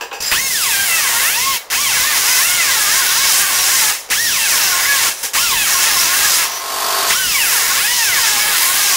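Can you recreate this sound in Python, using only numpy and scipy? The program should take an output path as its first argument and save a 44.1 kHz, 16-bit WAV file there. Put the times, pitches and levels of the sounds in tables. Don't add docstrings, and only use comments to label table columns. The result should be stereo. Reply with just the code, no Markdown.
import sys
import numpy as np
from scipy import signal
from scipy.fft import rfft, irfft
from scipy.io import wavfile
from scipy.ndimage import uniform_filter1d

SR = 44100
rng = np.random.default_rng(int(sys.argv[2]) if len(sys.argv) > 2 else 0)


def invert_db(level):
    return 10 ** (np.asarray(level, dtype=float) / 20)


def output_pcm(signal):
    pcm = np.clip(np.atleast_2d(signal).T, -1, 1) * 32767
    wavfile.write(sys.argv[1], SR, np.round(pcm).astype(np.int16))


N = 395136
TIME_S = np.arange(N) / SR

# [opens t/s, shuts t/s]
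VALVE_OPEN = [
    (0.307, 1.57),
    (1.718, 3.93),
    (4.107, 5.1),
    (5.343, 6.46),
    (7.105, 9.1),
]
# [top t/s, top vane rate f/Hz, bog t/s, bog vane rate f/Hz,
# lateness of the fall (0-2)]
SPEED_SURGES = [(.44, 2176, .76, 790, 1.0), (.83, 800, .91, 675, 1.0), (.95, 660, 1.14, 454, .9),
                (1.49, 1090, 1.7, 450, 1.1), (1.83, 1170, 2.0, 500, .9), (2.09, 615, 2.216, 383, 1.0),
                (2.32, 510, 2.37, 495, 1.0), (2.48, 705, 2.53, 722, 1.0), (2.57, 716, 2.875, 406, .65),
                (2.99, 545, 3.094, 357, 1.0), (3.237, 559, 3.337, 378, 1.0), (3.42, 405, 3.64, 355, .4),
                (3.75, 536, 3.86, 420, 1.0), (4.235, 1910, 4.42, 900, .95), (4.45, 870, 4.78, 345, .45),
                (4.89, 565, 5.13, 279, 1.4), (5.437, 1425, 5.6, 860, .9), (5.63, 820, 5.773, 355, .7),
                (5.884, 452, 6.04, 335, .6), (6.24, 412, 6.36, 318, 1.0), (7.19, 1540, 7.68, 330, .85),
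                (7.925, 980, 8.29, 415, 1.1), (8.5, 425, 8.575, 322, 1.0), (8.85, 410, 8.99, 350, 1.0)]


def rotor():
    starting_hz, spin_up_haste = 340.3, 2.3
    vane_hz = np.full(N, starting_hz)
    from_s, from_hz = 0, starting_hz
    for top_s, top_hz, bog_s, bog_hz, late in SPEED_SURGES:
        opened = max(opens for opens, _ in VALVE_OPEN if opens < top_s)
        fresh = opened > from_s
        if fresh:
            from_s, from_hz = opened, starting_hz
        rise = np.clip((TIME_S - from_s) / (top_s - from_s), 0, 1)
        fall = np.clip((TIME_S - top_s) / (bog_s - top_s), 0, 1)
        if fresh:
            rise = 1 - (1 - rise) ** spin_up_haste
        else:
            rise = np.sin(np.pi / 2 * rise) ** 2
        fall = np.sin(np.pi / 2 * fall ** late) ** 2
        shape = from_hz + (top_hz - from_hz) * rise + (bog_hz - top_hz) * fall
        vane_hz = np.where(TIME_S >= from_s, shape, vane_hz)
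        from_s, from_hz = bog_s, bog_hz
    turn_hz = uniform_filter1d(vane_hz, size=600) / 4
    snatch = .003 + .045 * np.maximum(np.log2(135 / turn_hz), 0)
    turn_hz = turn_hz * (1 + snatch * drift(30))
    return turn_hz, 2 * np.pi * np.cumsum(turn_hz) / SR


# [multiple of the turn rate, level/dB]
ROTOR_ORDERS = [(2, -20), (3, -24), (4, 3.5), (5, -22), (6, -21), (7, -25), (8, 0.5), (9, -14), (10, -15),
                (11, -19), (12, -1.5), (13, -21), (14, -20), (15, -21), (16, -4), (20, -16), (24, -19)]
# [f/Hz, level/dB]
PORT_RESPONSE = [(250, -26), (500, -29), (800, -13), (1100, -4.5), (1500, -3), (2100, 0), (2800, 3),
                 (3500, 1), (3750, -13), (4400, -14), (4900, -1), (5400, 3), (6500, 2), (8000, -9)]


def whine(turn_hz, angle):
    valve = sum((TIME_S > opens) & (TIME_S < shuts) for opens, shuts in VALVE_OPEN) * 1.
    valve = uniform_filter1d(valve, size=700)
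    waver = drift(22)
    orders = np.zeros(N)
    for order, level_db in ROTOR_ORDERS:
        waver_db = 2.8 * np.roll(waver, rng.integers(N))
        gain = invert_db(level_db + at_hz(PORT_RESPONSE, order * turn_hz) + waver_db)
        if order % 4:
            gain *= invert_db(8 * np.log2(turn_hz / 200))
        orders += gain * np.sin(order * angle + rng.uniform(0, 2 * np.pi))
    scrape_n = np.arange(220)
    scuff = rng.standard_normal(220) * np.exp(-scrape_n / 70)
    once_a_turn = np.diff(angle // (2 * np.pi), prepend=0)
    ticks = invert_db(1) * coloured(signal.fftconvolve(once_a_turn, scuff)[:N], AIR_SPECTRUM)
    duck_db, _, bite_db = starts()
    level_db = -26 - 2.5 * np.log2(turn_hz / 125) + 0.17 * duck_db + 0.7 * bite_db
    return valve * invert_db(level_db) * (orders + ticks)


# [f/Hz, density level/dB]
AIR_SPECTRUM = [(1650, -106), (2800, -6), (3150, -6), (4470, -2), (4980, -3), (6110, 1.5), (8060, -1.5),
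                (10500, -2.5), (15100, -5), (16000, -1)]
# [f/Hz, density level/dB]
RASP_SPECTRUM = [(110, -54), (180, -18.5), (397, -10.5), (559, -7.5), (1080, -3.5), (1170, -2.5),
                 (1600, -4), (2200, 1.5), (2410, -1.5), (4200, -14), (5460, -23), (9240, -120)]
# [f/Hz, density level/dB]
DRAUGHT_SPECTRUM = [(20, 0), (60, -3.5), (150, -4.5), (300, -8), (500, -7.5)]


def cutting(turn_hz, angle):
    racing = np.maximum(np.log2(turn_hz / 130), 0)
    duck_db, gust_db, bite_db = starts()
    hiss_db = airflow(1) + duck_db
    rasp_db = airflow(0.94) + 0.43 * duck_db + bite_db - 3.5 - 3 * racing
    wind_db = np.maximum(airflow(2.1) - 27.5 + racing, gust_db)
    grain_size = np.minimum(rng.exponential(1, N), 3)
    grit = rng.standard_normal(N) * invert_db(3.05 * grain_size)
    grit *= invert_db(0.48 * drift(15) + 0.28 * drift(6))
    grit *= 1 + 0.13 * np.sin(4 * angle) + 0.017 * np.sin(angle)
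    air = invert_db(hiss_db - 1.5) * coloured(grit, AIR_SPECTRUM)
    air = air + sum(0.19 * drift(2.6) * resonate(air, hz, 0.47 * hz) for hz in (3700, 5550, 8400, 12300))
    rasp = invert_db(rasp_db - 6.5 + 0.54 * drift(10.3)) * coloured(grit, RASP_SPECTRUM)
    wind = invert_db(wind_db + 1.8 * drift(5.1)) * coloured(rng.standard_normal(N), DRAUGHT_SPECTRUM)
    return air + rasp, wind


# [opens t/s, shuts t/s, hiss level/dB, swell t/s, fade rate/(dB/s)]
VALVE_FLOW = [
    (.205, .33, -21, 0.065, 300),
    (0.308, 1.56, -15, .02, 270),
    (1.701, 3.903, -14.5, 0.046, 157),
    (4.101, 5.086, -14, .012, 213),
    (5.13, 5.22, -29.5, .01, 204),
    (5.229, 5.253, -19.5, .004, 230),
    (5.334, 6.441, -14, 0.027, 200),
    (6.47, 6.573, -24.5, .01, 200),
    (7.075, 9.099, -14.5, .03, 200),
]


def airflow(fade_share):
    levels = []
    for opens, shuts, level_db, swell, fade in VALVE_FLOW:
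        growth_db = 6 * np.clip(1 - (TIME_S - opens) / swell, 0, 1)
        decay_db = fade_share * fade * np.maximum(TIME_S - shuts, 0)
        levels.append(np.where(TIME_S < opens, -90, level_db - growth_db - decay_db))
    return np.max(levels, axis=0)


# [t/s, duck level/dB, recovery t/s, gust level/dB, bite level/dB]
START_EVENTS = [
    (.2, -1.5, .3, -36, -1),
    (.315, -7.5, 0.16, -30, 11),
    (1.72, -2, 0.27, -43, 1.5),
    (4.105, -2.5, 0.45, -37, 3),
    (5.35, 1.5, 0.42, -38, 5),
    (7.1, -1.5, 0.17, -34, 5),
]


def starts():
    duck_db, bite_db, gusts = np.zeros(N), np.zeros(N), []
    for start_s, duck, recovery_s, gust, bite in START_EVENTS:
        since = TIME_S - start_s
        after = np.maximum(since, 0)
        duck_db += duck * (1 - np.exp(-after / 0.053)) * np.exp(-after / recovery_s)
        gusts.append(np.where(since < 0, -90, gust - 124 * since))
        bite_db += bite * (since > 0) * np.exp(-(since / 0.062) ** 2)
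    return duck_db, np.max(gusts, axis=0), bite_db


# [f/Hz, bandwidth f/Hz, level/dB]
PANEL_MODES = [(917, 38, 0.5), (1083, 25.7, 6), (1462, 50, -1), (1612, 25, 4), (1685, 24, 6.5),
               (1831, 68, 4), (2028, 47, 1), (2240, 30, 2.5), (2528, 39, 3), (2670, 39, 2.5), (3121, 28, 3),
               (3500, 15, 0.5), (3917, 10, 7.5), (4970, 81, 2), (5340, 59, 4), (5770, 34, 3),
               (6210, 83, -9), (6750, 33, 1), (7360, 136, -11.5), (8520, 94, -13), (9200, 71, -16),
               (10570, 110, -0.5)]


def panel(x):
    ringing = np.zeros(N)
    for hz, width_hz, height_db in PANEL_MODES:
        ringing += invert_db(height_db + 2.6 * drift(5)) * resonate(x, hz, width_hz)
    return x + ringing


# [start t/s, length t/s, f/Hz, level/dB]
VALVE_LEAKS = [
    (0.22, 0.12, 5000, -22.5),
    (0.252, 0.044, 7400, -24),
    (3.947, 0.067, 6150, -41),
    (5.147, 0.06, 6000, -38),
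    (6.484, .12, 5880, -27.5),
]


def leaks():
    out = np.zeros(N)
    for start_s, length_s, hz, level_db in VALVE_LEAKS:
        swell = np.sin(np.linspace(0, np.pi, round(length_s * SR)))
        whistle = resonate(resonate(rng.standard_normal(len(swell)), hz, 350), hz, 350)
        at = round(start_s * SR)
        out[at:at + len(swell)] += invert_db(level_db) * swell * rms_one(whistle)
    return out


# [t/s, peak level/dB, treble level/dB re peak, T60 t/s]
TOOL_KNOCKS = [
    (0.008, -10.5, -26.5, 0.18),
    (0.112, -11.5, -41, 0.11),
    (0.127, -16.5, -24.5, 0.26),
    (0.202, -20.5, -14, 0.15),
    (0.222, -24, -8, 0.21),
    (1.704, -34, -11, 0.1),
    (4.087, -22, -23, 0.15),
    (5.233, -21, -19, 0.17),
]
# [f/Hz, bandwidth f/Hz, level/dB]
RATTLE_MODES = [(492, 125, 4), (806, 86, 4.5), (880, 160, 1), (1610, 280, 1), (2630, 470, 1),
                (3450, 310, -21), (5040, 460, 16.5), (5700, 700, 16), (7400, 330, 15), (9800, 610, -2)]


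def knocks():
    out = np.zeros(N)
    t = np.arange(SR // 4) / SR
    for knock_s, peak_db, treble_db, t60 in TOOL_KNOCKS:
        rattle = rng.standard_normal(len(t)) * invert_db(-60 * t / t60) * np.minimum(t / 0.0018, 1)
        hit = invert_db(treble_db + 1) * np.diff(rattle, prepend=0)
        for hz, width_hz, level_db in RATTLE_MODES:
            mode_db = level_db + (treble_db + 4.5) * (hz > 4000)
            hit += invert_db(mode_db) * resonate(resonate(rattle, hz, 2.4 * width_hz), hz, width_hz)
        at = round(knock_s * SR)
        out[at:at + len(t)] += invert_db(peak_db + 2.5) * hit
    return out


def garage(x):
    t, t60_s = np.arange(SR // 2) / SR, 0.19
    tail = rng.standard_normal(len(t)) * invert_db(-60 * t / t60_s) * (t > .006)
    return signal.fftconvolve(x, tail / np.sqrt(np.sum(tail ** 2)))[:N]


# [t/s, level/dB]
PUMP_LEVEL = [
    (6.45, -27),
    (6.6, -27),
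    (6.7, -22),
    (6.85, -17.5),
    (7.0, -16),
    (7.09, -16.5),
    (7.13, -26),
    (7.2, -45),
]
# [f/Hz, level/dB]
PISTON_LINES = [(393.0, -40.5), (441.4, -44), (635.2, -37), (683.7, -33.5), (732.1, -37), (882.9, -44),
                (1055, -31.5), (1077, -27.5), (1125, -50), (1174, -52), (1292, -37.5), (1470, -52),
                (1642, -40), (1911, -41)]
# [f/Hz, density level/dB]
CLATTER_SPECTRUM = [(15, -77), (25, -31), (178, -31.5), (289, -21.5), (322, -23), (389, -17), (598, -20),
                    (703, -22), (782, -11.5), (1050, -8), (2060, -17.5), (4620, -15), (7700, -18.5),
                    (15500, -21.5)]


def compressor():
    stroke_hz = 24.48
    turns = stroke_hz * TIME_S
    lines = np.zeros(N)
    for hz, level_db in PISTON_LINES:
        harmonic = np.round(hz / stroke_hz)
        lines += invert_db(level_db) * np.sin(2 * np.pi * harmonic * turns + rng.normal(0, 0.6))
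    throb = invert_db(-5.0 * (2 * turns % 1) - 0.7 * (turns % 1))
    clatter = coloured(rng.standard_normal(N), CLATTER_SPECTRUM) * throb
    clatter = rms_one(clatter + invert_db(2) * resonate(clatter, 4600, 70))
    level_s, level_db = np.transpose(PUMP_LEVEL)
    lifted_db = np.interp(TIME_S, level_s, level_db, left=-90, right=-90)
    return invert_db(lifted_db) * (clatter + invert_db(-5.0) * rms_one(lines))


# [f/Hz, density level/dB]
HUSH_SPECTRUM = [(20, -4), (200, -17.5), (500, 1), (1100, 0), (2500, -11.5), (6000, -16), (16000, -29)]


def hush():
    return invert_db(-39) * coloured(rng.standard_normal(N), HUSH_SPECTRUM)


PATCH_TIMES = [1.12, 2.88, 3.18, 3.2, 3.25, 3.56, 3.76, 3.83, 3.9, 4.88, 6.22, 6.41, 7.17, 7.94, 8.06, 8.12,
               8.24, 8.27, 8.29, 8.47, 8.5, 8.52, 8.57, 8.59]


def side_patches():
    side = np.zeros(N)
    frame = np.sin(np.pi * np.arange(1500) / 1500) ** .5
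    for centre_s in PATCH_TIMES:
        low_hz = rng.uniform(5000, 12500)
        band = signal.butter(4, [low_hz, low_hz + 2200], "band", fs=SR, output="sos")
        at = round(centre_s * SR) - len(frame) // 2
        side[at:at + len(frame)] += frame * signal.sosfilt(band, rng.standard_normal(len(frame)))
    return invert_db(-18.5) * side * [[1], [-1]]


def rms_one(x):
    return x / np.sqrt(np.mean(x ** 2) + 1e-20)


def at_hz(points, hz):
    point_hz, level_db = np.transpose(points)
    return np.interp(np.log(hz), np.log(point_hz), level_db)


def coloured(x, spectrum):
    hz = np.maximum(np.arange(N // 2 + 1) * SR / N, 1)
    inside = (hz >= spectrum[0][0]) & (hz <= spectrum[-1][0])
    return rms_one(irfft(rfft(x) * invert_db(at_hz(spectrum, hz)) * inside, N))


def drift(rate_hz):
    step = 40
    lowpass = signal.butter(2, rate_hz, fs=SR / step, output="sos")
    slow = signal.sosfilt(lowpass, rng.standard_normal(N // step + 2002))[2000:]
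    return np.interp(np.arange(N) / step, np.arange(len(slow)), rms_one(slow))


def resonate(x, hz, width_hz):
    r = np.exp(-np.pi * width_hz / SR)
    zeros = [(1 - r * r) / 2, 0, (r * r - 1) / 2]
    poles = [1, -2 * r * np.cos(2 * np.pi * hz / SR), r * r]
    return signal.lfilter(zeros, poles, x)


def scene():
    turn_hz, angle = rotor()
    tones = whine(turn_hz, angle)
    cut, wind = cutting(turn_hz, angle)
    bumps = knocks() + leaks()
    cut = cut * invert_db(-2.5 * np.clip(np.log2(turn_hz / 130), 0, 1))
    tool = panel(invert_db(2) * tones + invert_db(-10) * garage(tones) + cut)
    mono = tool + bumps + invert_db(-2) * garage(bumps) + wind + compressor() + hush()
    return np.array([mono, mono])


def roll_off(x):
    return signal.sosfilt(signal.butter(12, 16850, fs=SR, output="sos"), x)


def record(dry):
    rounded = .95 * np.tanh(dry / .95) + side_patches()
    top_cut = signal.ellip(12, .5, 80, 15720, fs=SR, output="sos")
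    finished = signal.sosfilt(top_cut, rounded)
    return roll_off(finished)


dry = scene()
out = record(dry)
output_pcm(out)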